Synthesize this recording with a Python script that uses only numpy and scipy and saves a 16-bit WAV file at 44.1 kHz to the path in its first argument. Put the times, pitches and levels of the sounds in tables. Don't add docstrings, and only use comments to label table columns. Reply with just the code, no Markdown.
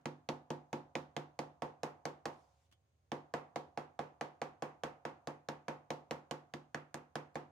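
import sys
import numpy as np
from scipy import signal
from scipy.fft import rfft, irfft, next_fast_len
from scipy.io import wavfile
from scipy.ndimage import uniform_filter1d

SR = 44100
rng = np.random.default_rng(int(sys.argv[2]) if len(sys.argv) > 2 else 0)


def put_to_file(sound):
    columns = np.atleast_2d(sound).T
    safe = np.clip(columns, -1, 1)
    whole_steps = np.round(safe * 32767)
    wavfile.write(sys.argv[1], SR, whole_steps.astype(np.int16))


def ratio_of_db(decibels):
    return 10 ** (np.asarray(decibels, float) / 20)


N = 331191

# [f/Hz, relative level/dB per Hz]
LEATHER_RUB = [(530, -28), (900, -3.5), (1930, -6.5), (4730, -2.5), (5990, -3.5), (6740, -5),
               (15000, -22.5)]


def unit(x):
    return x / np.sqrt(np.mean(x ** 2) + 1e-20)


def along(points, hz):
    f, v = np.transpose(points)
    return np.interp(np.log(hz + 1), np.log(f + 1), v)


def filtered(x, response):
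    n = x.shape[-1]
    m = next_fast_len(n + 8192)
    spectrum = rfft(x, m) * response(np.fft.rfftfreq(m, 1 / SR))
    return irfft(spectrum, m)[..., :n]


def stereo(pair, spectrum, alike):
    def mid_side_gains(hz):
        turn = np.arccos(np.clip(along(alike, hz), -1, 1)) / 2
        return ratio_of_db(along(spectrum, hz)) * [np.cos(turn), np.sin(turn)]

    mid, side = filtered(pair, mid_side_gains)
    return np.array([mid + side, mid - side])


def panned(db):
    return ratio_of_db(np.multiply.outer([.5, -.5], db))


def add(out, x, s):
    start = round(s * SR)
    part = out[:, max(start, 0):][:, :x.shape[1] + min(start, 0)]
    part += x[:, max(-start, 0):][:, :part.shape[1]]


def resonances(modes, hz):
    total = 0
    for k, (centre, width, db) in enumerate(modes):
        damping = 1j * hz * width
        total = total + (-1) ** k * ratio_of_db(db) * damping / (centre * centre - hz * hz + damping)
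    return total


def building_rumble():
    # [f/Hz, relative level/dB per Hz]
    rumble_colour = [(15, -66), (25, -25), (38, -35.5), (52, -20), (71, 2.5), (92, 0.5), (150, -11),
                     (260, -33), (340, -83.5), (570, -120)]
    rumble = unit(stereo(rng.standard_normal((2, N)), rumble_colour, [(60, 0.96)]))
    return ratio_of_db(-75.5) * rumble * panned(-2)[:, None]


def hiss():
    # [f/Hz, relative level/dB per Hz]
    hiss_colour = [(150, 2.5), (300, 1), (550, 2), (1100, -7.5), (2500, -11), (5000, -15), (8000, -17.5),
                   (16000, -31.5), (16500, -32.5)]
    likeness = [(200, .6), (700, 0.25), (2000, .02)]
    return ratio_of_db(-80.5 - 4.5) * unit(stereo(rng.standard_normal((2, N)), hiss_colour, likeness))


def distant_whines():
    # [f/Hz, width/Hz, rms level/dB]
    whine_tones = [(765, 12, -97.5), (1070, 31, -99), (6500, 300, -100)]
    out = np.zeros((2, N))
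    for hz, width, db in whine_tones:
        noise = rng.standard_normal((2, N))
        out += ratio_of_db(db) * unit(filtered(noise, lambda f: resonances([(hz, width, 0)], f) ** 2))
    return out


def faint_bursts():
    # [t/s, level before the decay/dB, decay/s]
    bursts = [(0.012, -83, .006), (7.3455, -70, .007)]
    out, t = np.zeros((2, N)), np.arange(SR // 10) / SR
    for s, db, decay in bursts:
        burst = unit(stereo(rng.standard_normal((2, len(t))), LEATHER_RUB, [(1000, 0.54)]))
        add(out, ratio_of_db(db) * burst * np.exp(-t / decay), s)
    return out


def slide():
    when_s = [2.33, 2.55, 2.66, 2.66 + .05]
    level_db = -80 + np.cumsum([0, -6.5, 2.5, -13])
    level = np.interp(np.arange(N) / SR, when_s, level_db, left=-140, right=-140)
    z = signal.stft(rng.standard_normal((2, N)), nperseg=512)[2]
    patches = uniform_filter1d(rng.standard_normal(z.shape[1:]), size=10, axis=0)
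    patches = uniform_filter1d(patches, size=6, axis=1)
    swish = signal.istft(z * ratio_of_db(2.3 * unit(patches)), nperseg=512)[1][:, :N]
    return ratio_of_db(level) * unit(stereo(swish, LEATHER_RUB, [(1000, 0.26)]))


def clink():
    # [t/s, level/dB, scrape decay/s]
    touches = [(2.714, -60.5, 0.0076), (2.724, -56, 0.0099)]
    # [f/Hz, level/dB, t60/s]
    clink_modes = [(350, -14, 0.12), (2250, -14, .03), (3068, -12, .11), (3200, -15, .07), (3386, -13, 0.1),
                   (5033, -17, .03), (6266, -18, 0.04)]
    dull_hz = 7000
    out, t = np.zeros((2, N)), np.arange(SR // 4) / SR
    ring = sum(ratio_of_db(db - 60 * t / t60) * np.sin(2 * np.pi * hz * t) for hz, db, t60 in clink_modes)
    for s, level_db, decay in touches:
        scrape = rng.standard_normal((2, len(t))) * np.exp(-t / decay)
        rung = signal.fftconvolve(scrape, ring[None], axes=1)[:, :len(t)]
        dulled = filtered(scrape, lambda f: 1 / (1 + 1j * f / dull_hz) ** 2)
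        add(out, ratio_of_db(level_db) * (0.62 * dulled + 0.037 * rung), s)
    return out


def room_tail(t, tilt, room):
    # [f/Hz, level/dB]
    room_colour = [(60, -40), (150, -8), (500, -6.5), (900, -5), (1500, -13), (2500, -21), (4000, -27),
                   (6500, -31), (8500, -39.5), (15000, -49)]
    # [f/Hz, t60/s]
    room_t60 = [(100, 0.34), (400, 0.37), (1000, 0.3), (2500, 0.31), (6000, 0.25), (14000, 0.23)]
    # [f/Hz, correlation]
    room_alike = [(60, 0.85), (150, 0.9), (300, 0.35), (700, 0.1), (1400, -.1), (4000, 0), (15000, 0.2)]
    # [f/Hz, share of power]
    room_fresh = [(600, .35), (1500, .6), (4000, .9)]
    # [f/Hz, level/dB]
    far_colour = [(250, -49), (500, -33.5), (750, -21.5), (1000, -23.5), (1600, -36.5), (3000, -72.5)]
    far_t60 = 0.93
    both = np.array([room, rng.standard_normal(room.shape)])
    hz, frames, (same, new) = signal.stft(both, SR, nperseg=256)
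    fresh = along(room_fresh, hz)[:, None]
    z = np.sqrt(1 - fresh) * same + np.sqrt(fresh) * new
    near = ratio_of_db(along(room_colour, hz)[:, None] - 60 * frames / along(room_t60, hz)[:, None])
    far = ratio_of_db(along(far_colour, hz)[:, None] - 60 * frames / far_t60)
    noise = signal.istft(z * np.hypot(near, far), SR, nperseg=256)[1][:, :len(t)]
    colour = [(f, 0.45 * db) for f, db in tilt]
    swell = 1 - np.exp(-(t / 0.0015) ** 2)
    return stereo(noise, colour, room_alike) * swell


def walls(x):
    # [delay/s, left level/dB, right level/dB]
    wall_echoes = [(.0067, -16, -12), (0.0126, -23, -15.5), (.021, -23.5, -23.5), (0.029, -25, -35.5),
                   (.0335, -26, -27)]
    out = x.copy()
    for s, left_db, right_db in wall_echoes:
        add(out, ratio_of_db(np.array([[left_db], [right_db]])) * x, s)
    return out


def contact(knock_db, crack_db, bright_db):
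    # [f/Hz, width/Hz, level/dB]
    head = [(797, 163, 0.5), (1717, 194, 6), (2220, 780, -1.5)]
    # [f/Hz, relative level/dB]
    crack_colour = [(900, -37.5), (1800, 7.5), (2800, 2.5), (4000, 0), (5000, -1.5), (6600, -2),
                    (8000, -11.5), (11000, -16.5), (15000, -25.5)]
    touch_s, snap_db = .0008, -10
    left_lead_s = .000025
    t = np.arange(SR // 10) / SR

    push = np.exp(-((t - .0012) / 0.00024) ** 2) + 0.37 * np.exp(-((t - .0031) / 0.00054) ** 2)
    knock_tilt = [(1000, 0.011), (1400, knock_db)]
    knock = filtered(push, lambda f: resonances(head, f) * ratio_of_db(3 + along(knock_tilt, f)))

    crack_tilt = [(3000, -bright_db / 2), (8000, bright_db / 2)]
    colour = lambda f: ratio_of_db(along(crack_colour, f) + along(crack_tilt, f))
    noise = rng.standard_normal((3, len(t)))
    slap = filtered(noise[0] + 1.03 * noise[1:], colour)
    after = np.maximum(t - touch_s, 0)
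    decay = ratio_of_db(-60 * after / 0.0056) + ratio_of_db(-8.5 - 60 * after / 0.034)
    slap *= decay * (1 - np.exp(-after / 0.00015))
    click = 1. * (np.arange(len(t)) == round(touch_s * SR))
    snap = filtered(click, colour)
    crack = slap / np.linalg.norm(slap) + ratio_of_db(snap_db) * snap / np.linalg.norm(snap)
    crack = ratio_of_db(7 + crack_db) * crack

    sides = np.array([[1], [-1]])
    return filtered(knock + crack, lambda f: np.exp(1j * np.pi * f * left_lead_s * sides))


def mallet():
    # [t/s, strength/dB, knock/dB, crack/dB, rise of the crack from 3 to 8 kHz/dB]
    blows = [(-0.165, -28, 11, 5, -7), (0.0559, -28, 2.5, 4.7, -4), (0.2884, -24, -2.5, 2.5, -3.5),
             (0.5032, -25, -7, -2.5, 0.5), (0.7288, -24.5, -4, -0.5, -3), (0.9529, -24.5, 1.5, 5.5, -5),
             (1.165, -25, 0.5, 3, -6.5), (1.3899, -24, -4.5, -0.5, 0), (1.6204, -22.5, -5.5, -7.5, 1),
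             (1.8323, -22.5, -1.5, -3, 6.5), (2.0533, -24, -1.5, 1.5, 2), (2.2549, -23, -2.5, -0.5, 1.5),
             (3.1171, -23.5, -2.5, -2.5, -4.5), (3.338, -21.5, 1, -5.5, 0.5), (3.5586, -24, -8, -1.5, -3.5),
             (3.774, -25, -0.5, -5, -1.5), (3.9908, -24, -1.5, -5.5, -2.5), (4.21, -23.5, 0.5, -1.5, -3),
             (4.416, -24, 0.5, -2.5, 0.5), (4.6222, -23, -0.5, -6.5, 6), (4.8347, -23, 3, -2.4, 1),
             (5.0511, -25, 3, -5, -2), (5.272, -26, 0.5, -3, 6), (5.486, -25.5, 3, 0, -1),
             (5.6818, -24, 2.8, -3.5, 0.5), (5.9036, -24, -4.5, 1.5, -1.5), (6.109, -24.5, 2, 1.5, 1),
             (6.31, -26, 2, 3.5, 1.5), (6.5371, -31.5, 3.5, 6, -4.5), (6.745, -29, 14, 2.5, -1),
             (6.9421, -30, 6.5, 3, 10.5), (7.1546, -25.5, 5.5, 0.5, 0.5), (7.3548, -25.5, 0, -4, -0.5)]
    # [f/Hz, relative level/dB, t60/s, left-right difference/dB, polarity (sign), gain toward spot 1/dB]
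    bench = [(82.8, -28, 0.35, -3.5, -2, 6), (103, -17, 0.25, -2.5, 0, 2), (137, -6.5, .25, 0, 0, 5.5),
             (148.2, -4, 0.34, -3, 0.4, 0.9), (177.4, -16.5, 0.21, 0.5, 0.81, -5.5),
             (222.8, -5.5, 0.14, 1, -0.5, 0.5), (250.2, -10, 0.36, -4.5, 4.5, -0.5),
             (293.4, -8.5, 0.32, 0.5, -0.02, 0.5), (275.3, -14, .15, 4, 2, 1),
             (336.9, -10.5, 0.21, 10.5, 1, 3.5), (355.2, -5, 0.25, -3, -0.68, -0.5),
             (401.4, -11.5, 0.21, 5.5, -1.38, 2), (446, -9.5, 0.3, 4, -0.18, -1.6),
             (456.4, -12, 0.074, 1, 1, -2.5), (480.2, -3, 0.19, 0.5, 0.03, -0.5),
             (508.7, -7, 0.31, -6, 0.5, -2), (535.2, -3, 0.2, -4, 0.7, -2),
             (598, -22.5, 0.19, -1.5, 0.71, -11.5), (600.5, -12, 0.2, -8.5, 2.5, 1),
             (637.7, -4.5, 0.1, -3, 1.1, -2.5), (685, -10.5, 0.099, -2.5, -0.07, 7.5),
             (716, -8.5, 0.18, 1.5, -1, -1.7), (727.5, -17.5, 0.61, -1, 2, -1),
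             (702, -31, 1.4, -1.5, -2, -1), (550, -36, 1.8, 0, 2, -1), (762, -33, 1.3, -2, 1, 0),
             (772, -20.5, 0.37, -0.5, 0.83, 2.5), (780.5, -14.5, 0.3, 1.5, 0.5, 2),
             (807, -8, 0.097, -1.5, 0.5, 4.5), (823.5, -5, 0.068, -6, 0.5, 8),
             (858, -9, 0.33, 0.5, 0.87, -6.5), (904, -5.5, 0.22, 5, -0.92, -5.5),
             (944, -5.5, 0.21, -4, -1.43, -3.5), (984, -6, 0.035, -0.5, 0.5, 3.5),
             (1095, -9, 0.092, -14, 0.85, 1.5), (1172, -24.5, 0.3, -6, -1, 4.5),
             (1285, -8.5, 0.1, -8.5, 0, 0), (1324, -15, .15, -4.5, -1, 1),
             (1368, -14.5, 0.066, -5.5, 2.5, -2)]
    # [t/s, spot on the bench (-1 to 1), relative low thud there/dB]
    path = [(0, -0.052, -21.5), (.75, -0.18, -20.5), (1.165, 0.45, -23.5), (1.62, 0.15, -26),
            (2.25, 0.87, -27.5), (3.12, 0.25, -23), (3.56, 1, -29), (4.45, 1, -29), (5.49, -0.066, -26.3),
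            (5.9, 0.0077, -24.5), (6.31, 0.19, -25.5), (6.54, 0.83, -27.5), (6.94, 0.51, -28),
            (7.36, 0.62, -25)]
    out, t = np.zeros((2, N)), np.arange(3 * SR // 4) / SR
    hz, db, t60, pan_db, polarity, spot_db = np.transpose(bench)
    modes = np.exp(2j * np.pi * np.outer(hz, t)) * ratio_of_db(-60 * t / t60[:, None])
    modes = modes * (1 - np.exp(-t / 0.0014))
    lead = rng.standard_normal(len(hz)) * np.clip(hz / 1400, 0, 1) ** 2
    ports = panned(pan_db) * np.exp(1j * np.outer([.5, -.5], lead))
    when, spots, thuds_db = np.transpose(path)
    room = rng.standard_normal((2, len(t)))
    for s, strength_db, knock_db, crack_db, bright_db in blows:
        spot = np.interp(s, when, spots)
        thud_db = np.interp(s, when, thuds_db) - strength_db
        level = db + spot * spot_db + rng.normal(0, 1.0, len(hz)) + thud_db * (hz < 400) - 17
        start_phase = rng.normal(0, 0.58, len(hz)) * hz / 700
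        strike = ports * np.sign(polarity) * ratio_of_db(level) * np.exp(1j * start_phase)
        ringing = np.imag(strike @ modes)
        tilt = [(300, thud_db), (450, 0.012), (1000, 0), (1400, knock_db), (2600, knock_db),
                (3600, crack_db - bright_db / 2), (8000, crack_db + bright_db / 2)]
        air = room_tail(t, tilt, room)
        add(air, walls(contact(knock_db, crack_db, bright_db)), 0)
        air_pan = panned(-1.9 - .6 * spot)[:, None]
        add(out, ratio_of_db(strength_db) * (ringing + air_pan * air), s)
    return out


def scene():
    background = building_rumble() + hiss() + distant_whines()
    return background + faint_bursts() + slide() + clink() + mallet()


def top_cut(x):
    return signal.sosfilt(signal.butter(12, 16500, fs=SR, output="sos"), x)


def record(dry):
    mix = filtered(dry, lambda hz: (1j * hz / (45 + 1j * hz)) ** 3)
    return top_cut(mix)


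dry = scene()
out = record(dry)
put_to_file(out)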